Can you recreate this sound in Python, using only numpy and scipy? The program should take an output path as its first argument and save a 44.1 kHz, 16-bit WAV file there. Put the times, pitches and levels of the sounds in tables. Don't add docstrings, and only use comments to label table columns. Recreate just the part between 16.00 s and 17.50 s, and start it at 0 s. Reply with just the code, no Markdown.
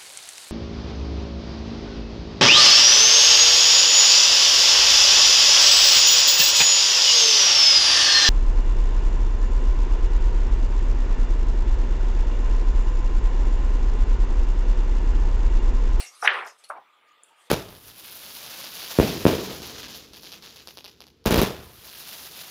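import sys
import numpy as np
from scipy import signal
from scipy.fft import rfft, irfft
from scipy.io import wavfile
from scipy.ndimage import uniform_filter1d

SR = 44100
rng = np.random.default_rng(int(sys.argv[2]) if len(sys.argv) > 2 else 0)


def bounce(signal):
    frames = np.transpose(np.atleast_2d(signal))
    limited = np.clip(frames, -1, 1)
    pcm = np.round(limited * 32767).astype(np.int16)
    wavfile.write(sys.argv[1], SR, pcm)


def magnitude_from_level(level_db):
    exponent = np.asarray(level_db, float) / 20
    return 10 ** exponent


N = 66150

# start t/s, rise/s, 60 dB fall/s, level/dB, brightest f/Hz
SLIDES = [(.0, 0.0004, .28, -36, 8600), (.0, 0.0014, 0.26, -44, 750), (.1, 0.043, .4, -54, 1190),
          (.02, 0.045, .25, -48, 6300), (0.136, 0.081, 0.57, -51, 9400), (0.22, 0.027, .14, -37.5, 5700),
          (0.221, 0.022, 0.08, -47, 9300), (.325, 0.013, 1, -61, 8900), (0.443, 0.035, 0.21, -49, 6000),
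          (.575, 0.015, 0.33, -59.5, 8380), (.637, 0.002, 0.17, -51, 9600), (.683, 0.008, 0.12, -54, 9300),
          (1.237, .003, .3, -65, 8600), (1.28, .01, 0.23, -67.5, 7500), (1.34, 0.081, .25, -62, 8800),
          (1.06, 0.028, .2, -72, 4870), (1.44, 0.018, 0.32, -63, 3300)]
# f/Hz, level/dB
GLOSS_COLOUR = [(88, -58), (150, -29.5), (500, -10), (1030, -14.5), (2150, -5.5), (3160, -8.5), (5670, -12),
                (12600, -18.5), (15600, -43.5)]
# start t/s, rise/s, 60 dB fall/s, level/dB, f/Hz
SQUEAKS = [(.0, 0.019, 0.23, -44.5, 2748), (.02, 0.02, 0.3, -49, 2150), (.045, 0.03, 0.14, -44.5, 5640),
           (.216, 0.0066, 0.031, -37.5, 5530), (.313, .01, 0.12, -68, 9100), (.32, .025, .3, -44.5, 370),
           (.222, 0.024, .08, -44, 9600), (.142, .01, .3, -58, 9100), (.148, .006, .1, -58, 10900),
           (1.237, .003, .2, -64, 9600), (1.237, .003, .2, -66, 7500), (.0, .004, .2, -45, 4400),
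           (0.248, 0.0094, .08, -34, 3800), (.228, 0.021, .1, -39, 5550), (.475, 0.025, .18, -57, 5100),
           (0.6373, .002, 0.17, -54, 4330), (.642, .004, .06, -55, 2860), (.686, .008, .08, -63, 5680),
           (.75, 0.022, 0.056, -58.5, 2310), (.772, 0.014, 0.066, -40.5, 800), (1.05, .05, .2, -79.5, 6900),
           (1.295, .015, .2, -62.5, 900), (1.455, 0.011, .2, -67, 490), (1.27, .02, .2, -67, 3300)]
# f/Hz, level/dB
AIR_COLOUR = [(59, -61.5), (100, -33), (467, -18), (519, -16.5), (776, -15.5), (1160, -15.5), (3470, -18),
              (5300, -36.5), (15600, -41.5)]
# t/s, level/dB
FAN_SWELL = [(0, -66), (.2, -63), (.52, -66), (.67, -73), (.85, -64.5), (1.07, -68.5), (1.125, -61),
             (1.2, -70), (1.245, -76), (1.3, -67), (1.39, -64), (1.46, -70), (1.5, -75)]
# t/s, effort level/dB, stiffness f/Hz
SWING = [
    (.221, -77, 900),
    (.226, -29.5, 900),
    (.243, -30, 1090),
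    (.256, -24, 1500),
    (.272, -28.5, 1340),
    (.285, -25.5, 1790),
    (.38, -30.5, 1510),
    (.47, -40, 1175),
    (.57, -66.5, 1106),
]
# t/s, effort level/dB, stiffness f/Hz
SETTLE = [
    (.694, -72, 1350),
    (.703, -40.5, 1300),
    (.745, -47, 950),
    (.762, -42, 1040),
    (.787, -46, 850),
    (.805, -56, 950),
    (.86, -74, 1000),
]
# f/Hz, level/dB
SHEET_COLOUR = [(35, -87), (60, -53), (239, -22), (321, -31.5), (372, -10), (1200, -1.5), (2670, -6.5),
                (5110, -32), (9000, -55.5), (11700, -68), (19800, -120)]
# f/Hz, level/dB
PAT_COLOUR = [(88, -72), (150, -36.5), (356, -19.5), (425, -19.5), (799, -3.5), (925, -8), (1200, -11),
              (1800, -21), (5000, -60), (6500, -80), (11000, -120)]
# t/s, level/dB, f/Hz
LIFT_CREASES = [(0.2272, -20.8, 1220), (0.2305, -19.8, 1090), (0.2373, -23.7, 1260), (0.2401, -23.3, 1090),
                (0.2432, -33.5, 1690), (0.2462, -21.6, 1170), (0.2493, -17.3, 1330), (0.2537, -15.6, 1150),
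                (0.2565, -12.1, 1500), (0.2594, -16.9, 1810), (0.2632, -11.3, 2160), (0.2659, -14.6, 1570)]
# t/s, level/dB, f/Hz
SWING_CREASES = [(0.2883, -14.0, 1860), (0.3031, -16.0, 2070), (0.3067, -17.6, 1910), (0.3129, -18.9, 1940),
                 (0.318, -16.3, 1770), (0.3215, -20.2, 1320), (0.3262, -18.5, 1460), (0.3305, -21.1, 1500),
                 (0.3402, -20.3, 1700), (0.3454, -18.8, 1560), (0.3522, -19.8, 1670), (0.359, -21.4, 1210),
                 (0.3709, -20.9, 1320), (0.3765, -17.4, 1320), (0.3824, -23.0, 1520), (0.3892, -22.2, 1730),
                 (0.3971, -25.0, 1480), (0.4021, -26.6, 1400), (0.4073, -23.7, 1610), (0.4108, -24.7, 1540),
                 (0.4143, -26.0, 1440), (0.4201, -29.0, 1700), (0.4233, -25.5, 1540), (0.4317, -24.9, 1510),
                 (0.437, -29.8, 1900), (0.4445, -31.1, 1100), (0.4504, -30.1, 1220), (0.4562, -30.2, 1470),
                 (0.4613, -30.0, 1080), (0.4656, -30.5, 1460)]
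# t/s, level/dB, f/Hz
PAT_CREASES = [(0.7038, -18.8, 1210), (0.7106, -23.9, 1330), (0.719, -30.7, 860), (0.7244, -29.9, 1080),
               (0.7291, -35.5, 880), (0.7376, -35.4, 1110), (0.7429, -36.9, 1030), (0.7534, -40.7, 750),
               (0.7576, -36.3, 890), (0.762, -34.1, 850), (0.768, -31.0, 880), (0.7728, -35.4, 920),
               (0.782, -36.5, 840), (0.786, -36.9, 850), (0.7945, -42.9, 1030), (0.7984, -44.8, 850)]
# peak t/s, level/dB, f/Hz, length/cycles, glide/share
SNAPS = [(.228, -24, 1380, 6, .05), (.2563, -18, 1550, 6, .1), (.251, -20, 810, 7, .06),
         (.233, -25, 760, 4, .06), (.2795, -14.5, 2100, 3, .19), (.2835, -12, 1500, 4, -.2),
         (.2625, -24, 3800, 5, .1), (.7005, -32, 700, 2.4, .068), (.71, -42, 2100, 9, .1),
         (.7055, -28, 700, 2.3, .085), (.7036, -27, 1470, 6, .068)]
# t/s, level/dB, f/Hz, length/cycles
TICKS = [(.2771, -36, 10500, 4), (.2771, -37, 6300, 3), (.2771, -43, 14300, 6), (.275, -44, 7000, 2),
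         (.2632, -54, 13000, 3), (.334, -54, 9000, 4), (.4498, -46, 5270, 6), (.4513, -50, 7660, 8),
         (.4663, -42, 11500, 5), (.4663, -44, 13600, 6), (.4666, -50, 9300, 6), (.4741, -39, 5050, 9),
         (.4738, -41.5, 6300, 5), (.487, -39, 5600, 3), (.487, -45, 7900, 4), (.4902, -51, 8400, 5),
         (.639, -47, 7200, 1.5), (.6455, -43, 4330, 9), (.65, -48, 4400, 7), (.6562, -49, 6600, 2),
         (.689, -52, 9000, 6), (.775, -66, 5600, 14), (1.121, -59, 6900, 18), (1.2344, -49, 9600, 18),
         (1.2355, -37, 9600, 9), (1.2357, -40, 7400, 8), (1.2378, -50, 7600, 5), (1.2408, -51, 9700, 9),
         (1.2408, -53, 7500, 7), (1.2457, -53, 9500, 12), (1.2378, -58, 500, 1.2)]


def evened(x):
    return x / np.sqrt(np.mean(x ** 2) + 1e-20)


def colour(x, points):
    f, db = np.transpose(points)
    hz = np.fft.rfftfreq(len(x), 1 / SR)
    return irfft(rfft(x) * magnitude_from_level(np.interp(np.log(hz + 1), np.log(f + 1), db)), len(x))


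def add(mix, s, sound):
    part = mix[max(round(s * SR), 0):][:len(sound)]
    part += sound[:len(part)]


def highpass(x, hz, order=4):
    return signal.sosfilt(signal.butter(order, hz, "high", fs=SR, output="sos"), x)


def ringing(x, hz, width_hz):
    b, a = signal.iirpeak(min(hz, SR / 2.2), hz / width_hz, SR)
    return signal.lfilter(b, a, signal.lfilter(b, a, x))


def patchy(x, depth_db, size):
    z = signal.stft(x, nperseg=256)[2]
    field = uniform_filter1d(rng.standard_normal(z.shape), size[0], axis=0)
    field = uniform_filter1d(field, size[1], axis=1)
    return evened(signal.istft(z * magnitude_from_level(depth_db * evened(field)), nperseg=256)[1][:len(x)])


def chirp(hz, cycles, glide):
    t = np.arange(-cycles / hz, cycles / hz, 1 / SR)
    u = t * hz / cycles
    bell = np.exp(-4 * u ** 2)
    return cycles / hz, bell * np.sin(2 * np.pi * hz * t * (1 + glide * u / 2) + 1)


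def add_chirp(mix, s, db, hz, cycles, glide):
    lead, shape = chirp(hz, cycles, glide)
    add(mix, s - lead, magnitude_from_level(db) * shape)


def stroke(rise, t60, db, sound):
    t = np.arange(len(sound)) / SR
    swell = (t / max(rise, 1e-4)) ** 1.2
    fall = magnitude_from_level(-60 * (t - rise) / t60)
    return magnitude_from_level(db) * np.where(t < rise, swell, fall) * evened(sound)


def slides():
    whistle_width, whistle_db = .35, -3.5
    fast_db, dulling = -40.5, 0.72
    out = np.zeros(N)
    for s, rise, t60, db, hz in SLIDES:
        grain = patchy(rng.standard_normal(SR // 2), 3.3, size=(3, 14))
        hiss = colour(grain, GLOSS_COLOUR)
        hiss = signal.lfilter(*signal.butter(1, min(1.7 * hz + 7000, 20000), fs=SR), hiss)
        low = signal.sosfiltfilt(signal.butter(2, 4200, fs=SR, output="sos"), hiss)
        body = magnitude_from_level(dulling * min(db - fast_db, 0))
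        hiss = evened(hiss - low * (1 - body))
        whistle = evened(ringing(grain, hz, hz * whistle_width))
        add(out, s, stroke(rise, t60, db, hiss + magnitude_from_level(whistle_db) * whistle))
    return out


def squeaks():
    out = np.zeros(N)
    for s, rise, t60, db, hz in SQUEAKS:
        tone = ringing(rng.standard_normal(SR // 2), hz, hz * .065)
        add(out, s, stroke(rise, t60, db, tone))
    return out


def hum():
    t = np.arange(N) / SR
    fan_hz, fan_width_hz, rise_db_per_s = 1216, 110, 2
    air = patchy(colour(rng.standard_normal(N), AIR_COLOUR), 3.2, size=(3, 24))
    air *= magnitude_from_level(rise_db_per_s * (t - 2))
    waver_db = 1.0 * evened(uniform_filter1d(rng.standard_normal(N), size=3000))
    fan = evened(ringing(rng.standard_normal(N), fan_hz, fan_width_hz))
    return magnitude_from_level(-61.5) * air + magnitude_from_level(np.interp(t, *np.transpose(FAN_SWELL)) + waver_db) * fan


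def bump():
    return magnitude_from_level(-50) * np.exp(-np.arange(N) / SR / 0.002)


def crackle(bend, spectrum, usual_hz):
    creases_per_s, spread_db = 6500, 1.5
    s, effort_db, stiff_hz = np.transpose(bend)
    t = np.arange(N) / SR
    size = magnitude_from_level(spread_db * np.minimum(rng.exponential(1, N), 5)) * rng.choice([-1, 1], N)
    luck, kind, out = rng.random(N), rng.integers(0, 36, N), np.zeros(N)
    shift = np.interp(t, s, stiff_hz) / usual_hz
    f, db = np.transpose(spectrum)
    for k, hz in enumerate(np.geomspace(200, 6000, num=36)):
        struck = (luck < creases_per_s / SR * hz / 1500) * (kind == k)
        unshifted_hz = hz / shift ** np.clip(np.log2(hz / 400.0), 0, 1)
        weight = magnitude_from_level(np.interp(np.log(unshifted_hz), np.log(f), db)) * np.sqrt(hz)
        out += signal.oaconvolve(size * struck * weight, chirp(hz, 6, .1)[1], "same")
    out /= np.sqrt(abs(uniform_filter1d(out ** 2, size=1500)) + 1e-12)
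    return out * magnitude_from_level(np.interp(t, s, effort_db, left=-120, right=-120))


def sheet_crackle():
    sheet = crackle(SWING, SHEET_COLOUR, 1500) + crackle(SETTLE, PAT_COLOUR, 950)
    return highpass(magnitude_from_level(-1.8) * sheet, 190)


def creases():
    out = np.zeros(N)
    for table, cycles in ((LIFT_CREASES, 1.7), (SWING_CREASES, 1.7), (PAT_CREASES, 3.2)):
        for s, db, hz in table:
            add_chirp(out, s, db - 2.5, hz, cycles, .1)
    return out


def snaps():
    out = np.zeros(N)
    for s, db, hz, cycles, glide in SNAPS:
        add_chirp(out, s, db, hz, cycles, glide)
    return out


def buckle():
    build_s, die_s, first_share = .0025, .0008, .47
    start_hz, whip_hz = 1640, 620
    t = np.arange(0, .008, 1 / SR)
    u = t / build_s
    hz = start_hz + whip_hz * np.minimum(u, 1.3) ** 3.68
    build = first_share + (1 - first_share) * u ** 4
    size = np.where(u < 1, build, np.exp(-(t - build_s) / die_s))
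    jump = np.minimum(t / 0.00017, 1)
    out = np.zeros(N)
    add(out, .27475, magnitude_from_level(.3) * jump * size * np.sin(2 * np.pi * np.cumsum(hz) / SR))
    return out


def ticks():
    out = np.zeros(N)
    for s, db, hz, cycles in TICKS:
        add_chirp(out, s, db, hz, cycles, 0)
    return out


def room(x):
    t = np.arange(SR // 4) / SR
    t60 = 0.19
    tail = rng.standard_normal(len(t)) * magnitude_from_level(-60 * t / t60) * (t > .002)
    tail = signal.lfilter(*signal.butter(3, 4500, fs=SR), tail)
    return signal.fftconvolve(x, tail / np.linalg.norm(tail))[:N]


def hush():
    since = np.arange(N) / SR - .279
    return magnitude_from_level(-22 * (since > 0) * np.exp(-(since / .04) ** 4))


def scene():
    quiet = hush() * (slides() + squeaks() + hum())
    hits = highpass(creases() + snaps() + buckle() + ticks(), 300)
    mix = quiet + bump() + sheet_crackle() + hits + magnitude_from_level(-14) * room(hits)
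    return mix[None]


def low_pass(x):
    return signal.sosfilt(signal.butter(12, 15710, fs=SR, output="sos"), x)


def record(dry):
    x = highpass(dry - 0.022 * dry ** 2, 30, order=2)
    x = signal.oaconvolve(x, signal.firwin(255, 15750, fs=SR)[None], "same")
    return low_pass(x)


dry = scene()
out = record(dry)
bounce(out)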